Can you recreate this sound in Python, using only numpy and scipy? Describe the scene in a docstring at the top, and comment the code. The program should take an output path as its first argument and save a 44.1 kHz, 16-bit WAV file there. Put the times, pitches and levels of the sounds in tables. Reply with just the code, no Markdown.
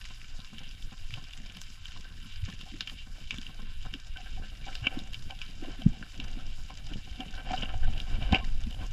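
"""Snapping shrimp and a handled camera housing

A diver carries a camera in a waterproof housing over a reef, swinging it after a fleeing octopus.
Water buffets, churns and gulps against the case: filtered noise, ragged clicks and short low cycles.
The hand taps, rubs, scuffs and knocks on it: gritty noise coloured by the housing's resonances.
Shrimp crackle all around: noise bursts shaped by a path over the seabed, each ringing the housing."""
import sys
import numpy as np
from scipy import signal
from scipy.fft import rfft, irfft
from scipy.io import wavfile
from scipy.ndimage import uniform_filter1d

SR = 44100
rng = np.random.default_rng(int(sys.argv[2]) if len(sys.argv) > 2 else 0)


def master_out(mix):
    """Clip the mix to full scale and print it as 16-bit PCM to the path in sys.argv[1]."""
    frames = np.transpose(np.atleast_2d(mix))
    ceiling = np.clip(frames, -1, 1)
    pcm = np.round(ceiling * 32767).astype(np.int16)
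    wavfile.write(sys.argv[1], SR, pcm)


N = 393372
TIME = np.arange(N) / SR

# Resonances of the housing. Each row: centre in Hz, width in Hz, lift in dB at full ring depth.
HOUSING_MODES = [(505, 154, 11.5), (757.6, 96, 15), (1046, 111, 17), (1337, 130, 10.5), (1546, 118, 17.5),
                 (1743, 91, 11.5), (2310, 150, 17), (2784, 182, 12.5), (3066, 237, 13.5), (3730, 520, 13.5),
                 (4827, 170, 12), (5295, 1160, 13), (6630, 420, 9), (7460, 760, 11)]
# Spectrum of the slow buffeting. Each row: frequency in Hz, level in dB.
BUFFET_SPECTRUM = [(5, -17.5), (15, 4), (30, -7.5), (50, -13.5), (80, -19.5), (130, -26), (250, -61.5),
                   (600, -96)]
# Spectrum of the low churning. Each row: frequency in Hz, level in dB.
CHURN_SPECTRUM = [(40, -11), (90, 4), (150, -0.5), (225, -0.5), (300, -12), (420, -16.5), (900, -29.5),
                  (3000, -81)]
# Spectrum of rubbing on the housing. 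Each row: frequency in Hz, level in dB.
RUB_SPECTRUM = [(120, -20), (280, 10), (420, -9.5), (700, 0), (1100, -12), (1500, -8), (2300, -8.5),
                (2950, -4.5), (3600, -16.5), (8000, -34), (15000, -79)]
# Spectrum of dull taps on the case. Each row: frequency in Hz, level in dB.
TAP_SPECTRUM = [(40, -4.5), (130, 2.5), (230, -3), (400, -23), (750, -23.5), (1500, -26), (3000, -35.5),
                (8000, -55)]
# Spectrum of shrimp snaps. Each row: frequency in Hz, level in dB.
SNAP_SPECTRUM = [(150, -26.5), (500, -31.5), (900, -17.5), (1500, -7.5), (2200, -8), (2800, -1),
                 (4200, -10), (5500, -12), (7600, -15.5), (8400, -21), (10300, -14), (11700, -22.5),
                 (14000, -17), (15700, -44)]
# Swings of the camera that make the flow surge.
# Each row: crest in seconds, added level in dB, seconds to fade by 1/e on either side.
CAMERA_SWINGS = [(5.653, 0, 0.24), (8.03, 8.5, 0.6)]
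# Strongest pushes of water on the case, and at 8.329 and 8.332 s the low push and thud under the knocks. Each
# row: crest in seconds, peak level in dB, pitch in Hz.
LOW_PUSHES = [(0.535, -45, 216), (1.134, -36.5, 115), (1.404, -46, 215), (1.567, -46, 176),
              (2.227, -55, 216), (2.261, -48, 217), (2.438, -23.5, 91), (2.49, -37.5, 180),
              (2.742, -37, 300), (3.388, -33, 228), (3.948, -35.5, 271), (4.827, -32.5, 113),
              (4.974, -28, 267), (5.628, -30.5, 286), (5.685, -35, 304), (5.793, -37, 256),
              (5.823, -38, 221), (5.867, -6.5, 166), (5.88, -29, 228), (5.924, -43, 242),
              (6.197, -39, 259), (6.374, -35.5, 245), (6.92, -38, 270), (7.201, -34, 255),
              (7.518, -35, 203), (7.631, -32, 211), (7.884, -42, 173), (8.329, -17, 74.5),
              (8.332, -14.5, 207), (8.673, -30, 218)]
# Dull taps on the case. Each row: crest of the push in seconds, peak level in dB.
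CASE_TAPS = [(0.109, -40.5), (0.389, -39), (0.536, -39), (0.612, -39.5), (0.927, -37.5), (1.177, -35),
             (1.572, -43), (2.487, -35), (2.92, -39.5), (3.075, -42.5), (3.334, -38.5), (3.493, -37.5),
             (3.594, -36), (3.858, -34), (6.245, -38.5), (6.584, -43)]
# Strokes of the hand along the housing.
# Each row: crest in seconds, rms level in dB, seconds to fade by 1/e on either side.
HAND_STROKES = [(4.87, -44.5, 0.099), (5.655, -49.5, 0.1), (5.93, -70, 0.027), (6.28, -57, 0.18),
                (7.53, -44.5, 0.2), (8.22, -46.5, 0.13), (8.36, -35.5, 0.018), (8.82, -49, 0.041)]
# Clearest finger scuffs. Each row: crest in seconds, rms level at the crest in dB, strongest Hz.
FINGER_SCUFFS = [(1.967, -53, 1100), (2.056, -51.5, 1550), (2.672, -54, 780), (3.861, -56, 790),
                 (4.169, -47.5, 1480), (4.19, -51.5, 755), (4.271, -49, 1550), (4.377, -50.5, 760),
                 (4.436, -50.5, 1570), (4.679, -43, 810), (4.696, -48, 1450), (4.925, -48, 780),
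                 (5.311, -47, 800), (5.648, -47.5, 620), (5.684, -51, 530), (5.82, -49.5, 620),
                 (5.942, -58, 750), (6.4, -54, 1380), (6.708, -47, 960), (6.914, -52.5, 1460),
                 (7.212, -44, 794), (7.344, -49, 1520), (7.386, -44, 1510), (7.475, -46, 760),
                 (7.697, -43.5, 1300), (7.84, -45, 1540), (8.227, -44, 646), (8.396, -44, 750),
                 (8.834, -48.5, 1050)]
# Knocks on the housing. Each row: release in seconds, peak level of the body in dB,
# build-up in seconds, 60 dB decay in seconds, strongest Hz.
HOUSING_KNOCKS = [(4.848, -35, 0.0086, 0.022, 1500), (4.861, -26.5, 0.016, 0.018, 2770),
                  (4.8695, -11, 0.0015, 0.014, 2780), (4.881, -32, .0015, .025, 2850),
                  (6.0268, -30.5, .0005, 0.029, 1460), (7.508, -26.5, 0.013, 0.059, 760),
                  (7.533, -23.5, .001, 0.039, 760), (7.537, -26, 0.002, 0.062, 1450),
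                  (7.575, -29.5, 0.0058, 0.17, 3000), (7.624, -26.5, 0.0025, 0.023, 3020),
                  (7.631, -26.5, .002, 0.039, 3220), (7.633, -28, 0.0027, 0.018, 1500),
                  (7.656, -31.5, .0015, .014, 2830), (7.737, -33, .001, 0.08, 756),
                  (7.872, -35, 0.0017, 0.065, 735), (8.324, -17.5, 0.001, 0.016, 4030),
                  (8.327, -19, 0.0019, 0.041, 850), (8.333, -23, .002, 0.044, 2300),
                  (8.346, -10.5, 0.0014, 0.017, 2440), (8.355, -19, .002, .036, 2800),
                  (8.366, -34, .002, 0.047, 2750), (8.386, -35, .006, .06, 2360)]
# Nearest shrimp snaps. Each row: start in seconds, peak level in dB before the gain, strongest Hz.
SHRIMP_SNAPS = [(0.5833, -33, 3020), (0.825, -38, 3300), (1.1393, -28, 2950), (1.334, -32.5, 3230),
                (1.5696, -34, 3800), (1.6156, -29, 6470), (1.8554, -29.5, 3130), (2.6117, -34, 3060),
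                (2.8074, -19.5, 3870), (2.8742, -25, 3120), (2.897, -30.5, 2200), (3.3078, -20, 2540),
                (3.384, -31, 3470), (3.466, -31.5, 2900), (3.9386, -26, 3000), (4.1712, -31.5, 2850),
                (4.753, -25.5, 4050), (4.99, -32, 3570), (5.1337, -32, 3640), (5.1435, -27.5, 3160),
                (5.3075, -30.5, 2840), (5.416, -26.5, 2560), (5.8197, -32, 2830), (6.2004, -24.5, 2900),
                (6.9361, -32.5, 2930), (7.205, -28.5, 2870), (7.9355, -36, 2750), (7.9783, -33.5, 2780),
                (8.0013, -26, 3300), (8.709, -36.5, 3400), (8.727, -37, 2920), (8.747, -38, 2750),
                (8.8667, -41, 5270)]

# the flow grows slowly as the camera follows the diver down; the rumble lags behind the churning
DRIFT_DB_PER_S, RUMBLE_LAG_S = 1.0173, 0.2
# levels at the start, and the share of the flow's growth that the churning follows
BUFFET_DB, CHURN_DB, CHURN_SHARE = -41, -60, 0.96
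# snaps from further off: mean (before the limit) and greatest level above the faintest
COLONY_SPREAD_DB, COLONY_LIMIT_DB = 3.5, 13.5
# cycles in the 60 dB decay of a -35 dB gulp; every so many dB more halve it
GULP_CYCLES, GULP_HALVING_DB = 13.6, 11.5
# slosh of a full-scale gulp, growing half as fast as the gulp in dB; its 1/e fade on either side
SLOSH_DB, SLOSH_S = -28.5, 0.022
GRIP_DB = -73.5  # the resting hand
# crack of contact against a knock's body: at 2900 Hz, and more for higher knocks
CRACK_DB, CRACK_DB_PER_OCTAVE = -35, 26.5
# soft ring: time of its crest, peak level, pitch at the crest, decay and sag
RING_S, RING_DB, RING_HZ, RING_T60_S, RING_SAG_OCTAVES_PER_S = 8.427, -46.5, 1070, 0.12, 2.6
# snap gain, and the level of a short noise swell before each snap,
# which does not follow the snap's table level
SNAP_GAIN_DB, SNAP_LEAD_DB = 0.5, -62.5
# a snap's treble against its body at 2900 Hz and -30 dB: more if it rings higher, less if louder
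TREBLE_DB, TREBLE_DB_PER_OCTAVE, TREBLE_DB_PER_DB = -20.5, 18, -0.84
TOP_HZ = 15700  # upper edge of the camera's sound


def undb(db):
    """Decibels to gain."""
    return 10 ** (np.asarray(db) / 20)


def unit(x):
    """Scale to rms 1."""
    return x / np.sqrt(np.mean(x ** 2))


def add(out, s, x):
    """Mix a short sound in at s seconds."""
    i = max(int(s * SR), 0)
    out[i:i + len(x)] += x[:max(N - i, 0)]


def walk(rate):
    """Random levels held for 1 / rate seconds and slewed twice; spread near 1."""
    hold = max(int(SR / rate), 2)
    steps = np.repeat(rng.standard_normal(N // hold + 1), hold)
    return 1.36 * uniform_filter1d(uniform_filter1d(steps, hold), hold)[:N]


def fade(t, t60):
    """Decay by 60 dB in t60 seconds."""
    return np.exp(-np.log(1000) * np.maximum(t, 0) / t60)


def band(x, lo, hi):
    """Causal band-pass."""
    return signal.sosfilt(signal.butter(3, [lo, hi], "band", fs=SR, output="sos"), x)


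def colour(x, points, ring=0, focus_hz=1000, focus_db=0, octaves=0.29, size=16384):
    """Causal filter: a smooth spectrum, the housing's resonances (depth ring) and one broad emphasis."""
    f = np.maximum(np.arange(size // 2 + 1) * SR / size, 1)
    hz, level_db = np.transpose(points)
    db = np.interp(np.log(f), np.log(hz), level_db)
    db = db + focus_db * np.exp(-.5 * (np.log2(f / focus_hz) / octaves) ** 2)
    if ring:
        db = db + ring * sum(lift / (1 + (2 * (f - centre) / width) ** 2)
                             for centre, width, lift in HOUSING_MODES)
    # folding the cepstrum gives minimum phase, so no sound comes before its cause
    cepstrum = irfft(np.log(undb(db)))
    cepstrum[1:size // 2] *= 2
    cepstrum[size // 2 + 1:] = 0
    impulse = irfft(np.exp(rfft(cepstrum)))
    return signal.oaconvolve(x, impulse)[:len(x)]


def clicks(rate, spread_db, limit_db):
    """Impulses of either sign at random times, rate per second: many small, a few large."""
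    hit = rng.random(N) < rate / SR
    sign = np.sign(rng.standard_normal(N))
    return hit * sign * undb(np.minimum(spread_db * rng.standard_exponential(N), limit_db))


def grit(count, grain):
    """Stick and slip: noise in catches of very uneven size, the sparser the higher the grain."""
    catches = np.repeat(rng.random(count // 24 + 1), 24)[:count]
    return rng.standard_normal(count) * catches ** grain


def seabed(gather_s, near_t60, far_db, far_t60):
    """Path of a snap: short detours over rubble gather and die, with a faint, longer wash from the reef."""
    t = np.arange(SR // 8) / SR
    gather = 1 - np.exp(-t / gather_s)
    near = rng.standard_normal(len(t)) * fade(t, near_t60) * gather
    far = rng.standard_normal(len(t)) * fade(t, far_t60) * gather
    return near / np.linalg.norm(near) + undb(far_db) * far / np.linalg.norm(far)


def flow(t):
    """Strength of the flow past the case in dB at times t: a slow drift plus the swings' surges."""
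    surges = sum(db * np.exp(-((t - s) / length) ** 2) for s, db, length in CAMERA_SWINGS)
    return DRIFT_DB_PER_S * t + surges


def water():
    """Eddies buffet the case with a surging rumble, churn in low bursts and gurgle in the housing's ring."""
    rumble = unit(colour(rng.standard_normal(N), BUFFET_SPECTRUM) * undb(2.7 * walk(18)))
    buffet = rumble * undb(BUFFET_DB + flow(TIME - RUMBLE_LAG_S))
    eddies = clicks(rate=170, spread_db=4.5, limit_db=11.5) * undb(4.9 * walk(25))
    churn = unit(colour(eddies, CHURN_SPECTRUM))
    burst_db = np.clip(7 * walk(33) + 6.7 * walk(7), -20, 12)
    bursts = clicks(rate=400, spread_db=2.0, limit_db=18) * undb(burst_db)
    gurgle = unit(colour(bursts, RUB_SPECTRUM, ring=0.3, focus_hz=606, focus_db=5.5, octaves=0.53))
    return buffet + (churn + undb(-13) * gurgle) * undb(CHURN_DB + CHURN_SHARE * flow(TIME))


def shrimp_bed():
    """Colony patches crackle, each with its own path and colour, over the frying of dense distant snaps."""
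    crackle = np.zeros(N)
    for hz in np.geomspace(1900, 7200, 60):  # 60 patches
        path = seabed(gather_s=.001, near_t60=.009, far_db=-7, far_t60=.08)
        path = colour(path, SNAP_SPECTRUM, ring=rng.random(), focus_hz=hz, focus_db=10, size=2048)
        path = unit(band(path, 300, 8000))
        for when, chance in rng.random((22, 2)):  # 22 snaps from each patch
            level_db = min(-COLONY_SPREAD_DB * np.log(chance), COLONY_LIMIT_DB)
            add(crackle, when * N / SR, path * undb(level_db))
    distant = colour(clicks(rate=4000, spread_db=4, limit_db=-0.5), SNAP_SPECTRUM, ring=0.6)
    # four bands of the frying swell and flicker on their own
    frying = np.zeros(N)
    for lo, hi in [(300, 1730), (2000, 4220), (4400, 7860), (8400, 13560)]:
        frying += band(distant, lo, hi) * undb(2.43 * walk(35) + 0.32 * walk(6.8))
    return undb(-57.0) * unit(crackle * undb(3.4 * walk(14))) + undb(-56) * unit(frying)


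def gulps():
    """Soft pressure pushes on the case, from water or under a knock: a few low cycles swell and die, in a
    ragged slosh."""
    out, lead_s = np.zeros(N), .03
    t = np.arange(SR // 5) / SR - lead_s
    for s, db, hz in LOW_PUSHES:
        t60 = GULP_CYCLES / hz * 2 ** (-(db + 35) / GULP_HALVING_DB)  # harder pushes die sooner
        swell = np.where(t < 0, np.exp(-(t * hz / 0.79) ** 2), fade(t, t60))
        swell = uniform_filter1d(swell, int(.4 * SR / hz))
        push = swell / swell.max() * np.cos(2 * np.pi * hz * t)
        slosh = unit(band(rng.standard_normal(len(t)), hz / 2, hz * 1.12)) * np.exp(-np.abs(t) / SLOSH_S)
        add(out, s - lead_s, undb(db) * push + undb(SLOSH_DB + db / 2) * slosh)
    return out


def taps():
    """Dull, gritty taps on the case: a low bump with a little of the housing's ring."""
    out, lead_s = np.zeros(N), .03
    t = np.arange(SR // 8) / SR - lead_s
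    push = np.where(t < 0, np.exp(-(t / 0.0084) ** 2), fade(t, 0.089))
    for s, db in CASE_TAPS:
        x = colour(push * grit(len(t), grain=3.2), TAP_SPECTRUM, ring=0.78, size=4096)
        add(out, s - lead_s, undb(db) * x / np.abs(x).max())
    return out


def rubbing():
    """The hand slips over the housing in uneven runs of tiny catches; each stroke swells and fades."""
    slips = clicks(rate=1000, spread_db=1.0, limit_db=7) * undb(np.clip(6 * walk(45), -9, 4))
    strokes = sum(undb(db) * np.exp(-np.abs(TIME - s) / length) for s, db, length in HAND_STROKES)
    return (undb(GRIP_DB) + strokes) * unit(colour(slips, RUB_SPECTRUM, ring=0.81))


def scuffs():
    """A fingertip shifts: a short grainy swell that favours one part of the housing's ring."""
    out, lead_s = np.zeros(N), .04
    t = np.arange(SR // 6) / SR - lead_s
    swell = np.where(t < 0, np.exp(-(t / 0.01) ** 2), fade(t, 0.1))
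    for s, db, hz in FINGER_SCUFFS:
        x = colour(swell * grit(len(t), grain=2.7), RUB_SPECTRUM, ring=0.86, focus_hz=hz,
                   focus_db=13.0, octaves=0.19, size=4096)
        crest = np.sqrt(uniform_filter1d(x ** 2, size=800).max())
        add(out, s - lead_s - .003, undb(db) * x / crest)  # placed 3 ms early
    return out


def knocks():
    """Friction builds up, lets go with a knock and chatters out in the housing."""
    out, lead_s = np.zeros(N), .05
    t = np.arange(SR // 5) / SR - lead_s
    for s, db, rise, t60, hz in HOUSING_KNOCKS:
        build_up = 0.62 * np.exp(-np.abs(t) / rise)
        chatter = fade(t, t60) + 0.033 * fade(t, 0.051)
        force = np.where(t < 0, build_up, chatter)
        body = colour(force * grit(len(t), grain=0.31), RUB_SPECTRUM, ring=0.75, focus_hz=hz,
                      focus_db=14.5, octaves=0.25, size=4096)
        crack = band(force * rng.standard_normal(len(t)), 4000, 9500)
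        crack_db = CRACK_DB + CRACK_DB_PER_OCTAVE * np.log2(hz / 2900)
        knock = body / np.abs(body).max() + undb(crack_db) * crack / np.abs(crack).max()
        add(out, s - lead_s, undb(db) * knock)
    return out


def ringing():
    """A soft ring swells after the hardest knock and sags in pitch as it dies."""
    t = TIME - RING_S
    hz = RING_HZ * 2 ** (-RING_SAG_OCTAVES_PER_S * np.clip(t, -RING_T60_S, RING_T60_S))
    swell = np.where(t < 0, np.exp(-(t / 0.015) ** 2), fade(t, RING_T60_S))
    return undb(RING_DB) * swell * np.sin(2 * np.pi * np.cumsum(hz) / SR)


def near_snaps():
    """Sharp snaps, each stressing its own part of the housing's ring."""
    out, lead = np.zeros(N), SR // 50
    for s, db, hz in SHRIMP_SNAPS:
        path = np.pad(seabed(gather_s=0.0004, near_t60=0.0089, far_db=-6.0, far_t60=0.12), (lead, 0))
        path[lead] += .6  # the direct crack
        swell = fade(np.arange(lead, 0, -1) / SR, 0.05)  # short noise swell before the snap
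        path[:lead] += undb(SNAP_LEAD_DB - db) * rng.standard_normal(lead) * swell
        x = colour(path, SNAP_SPECTRUM, ring=0.59, focus_hz=hz, focus_db=10.0, size=2048)
        body, treble = unit(band(x, 400, 6000)), unit(band(x, 6000, 15000))
        treble_db = TREBLE_DB + TREBLE_DB_PER_OCTAVE * np.log2(hz / 2900) + TREBLE_DB_PER_DB * (db + 30)
        snap = body + undb(treble_db) * treble
        add(out, s - lead / SR, undb(db + SNAP_GAIN_DB) * snap / np.abs(snap).max())
    return out


def scene():
    """Everything reaches one microphone through the housing."""
    background = water() + shrimp_bed()
    handling = taps() + rubbing() + scuffs() + knocks() + ringing()
    return (background + gulps() + handling + near_snaps())[None]


def record(dry):
    """The camera cuts the top with a steep low-pass."""
    return signal.sosfilt(signal.ellip(10, .2, 80, TOP_HZ, fs=SR, output="sos"), dry)


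dry = scene()
out = record(dry)
master_out(out)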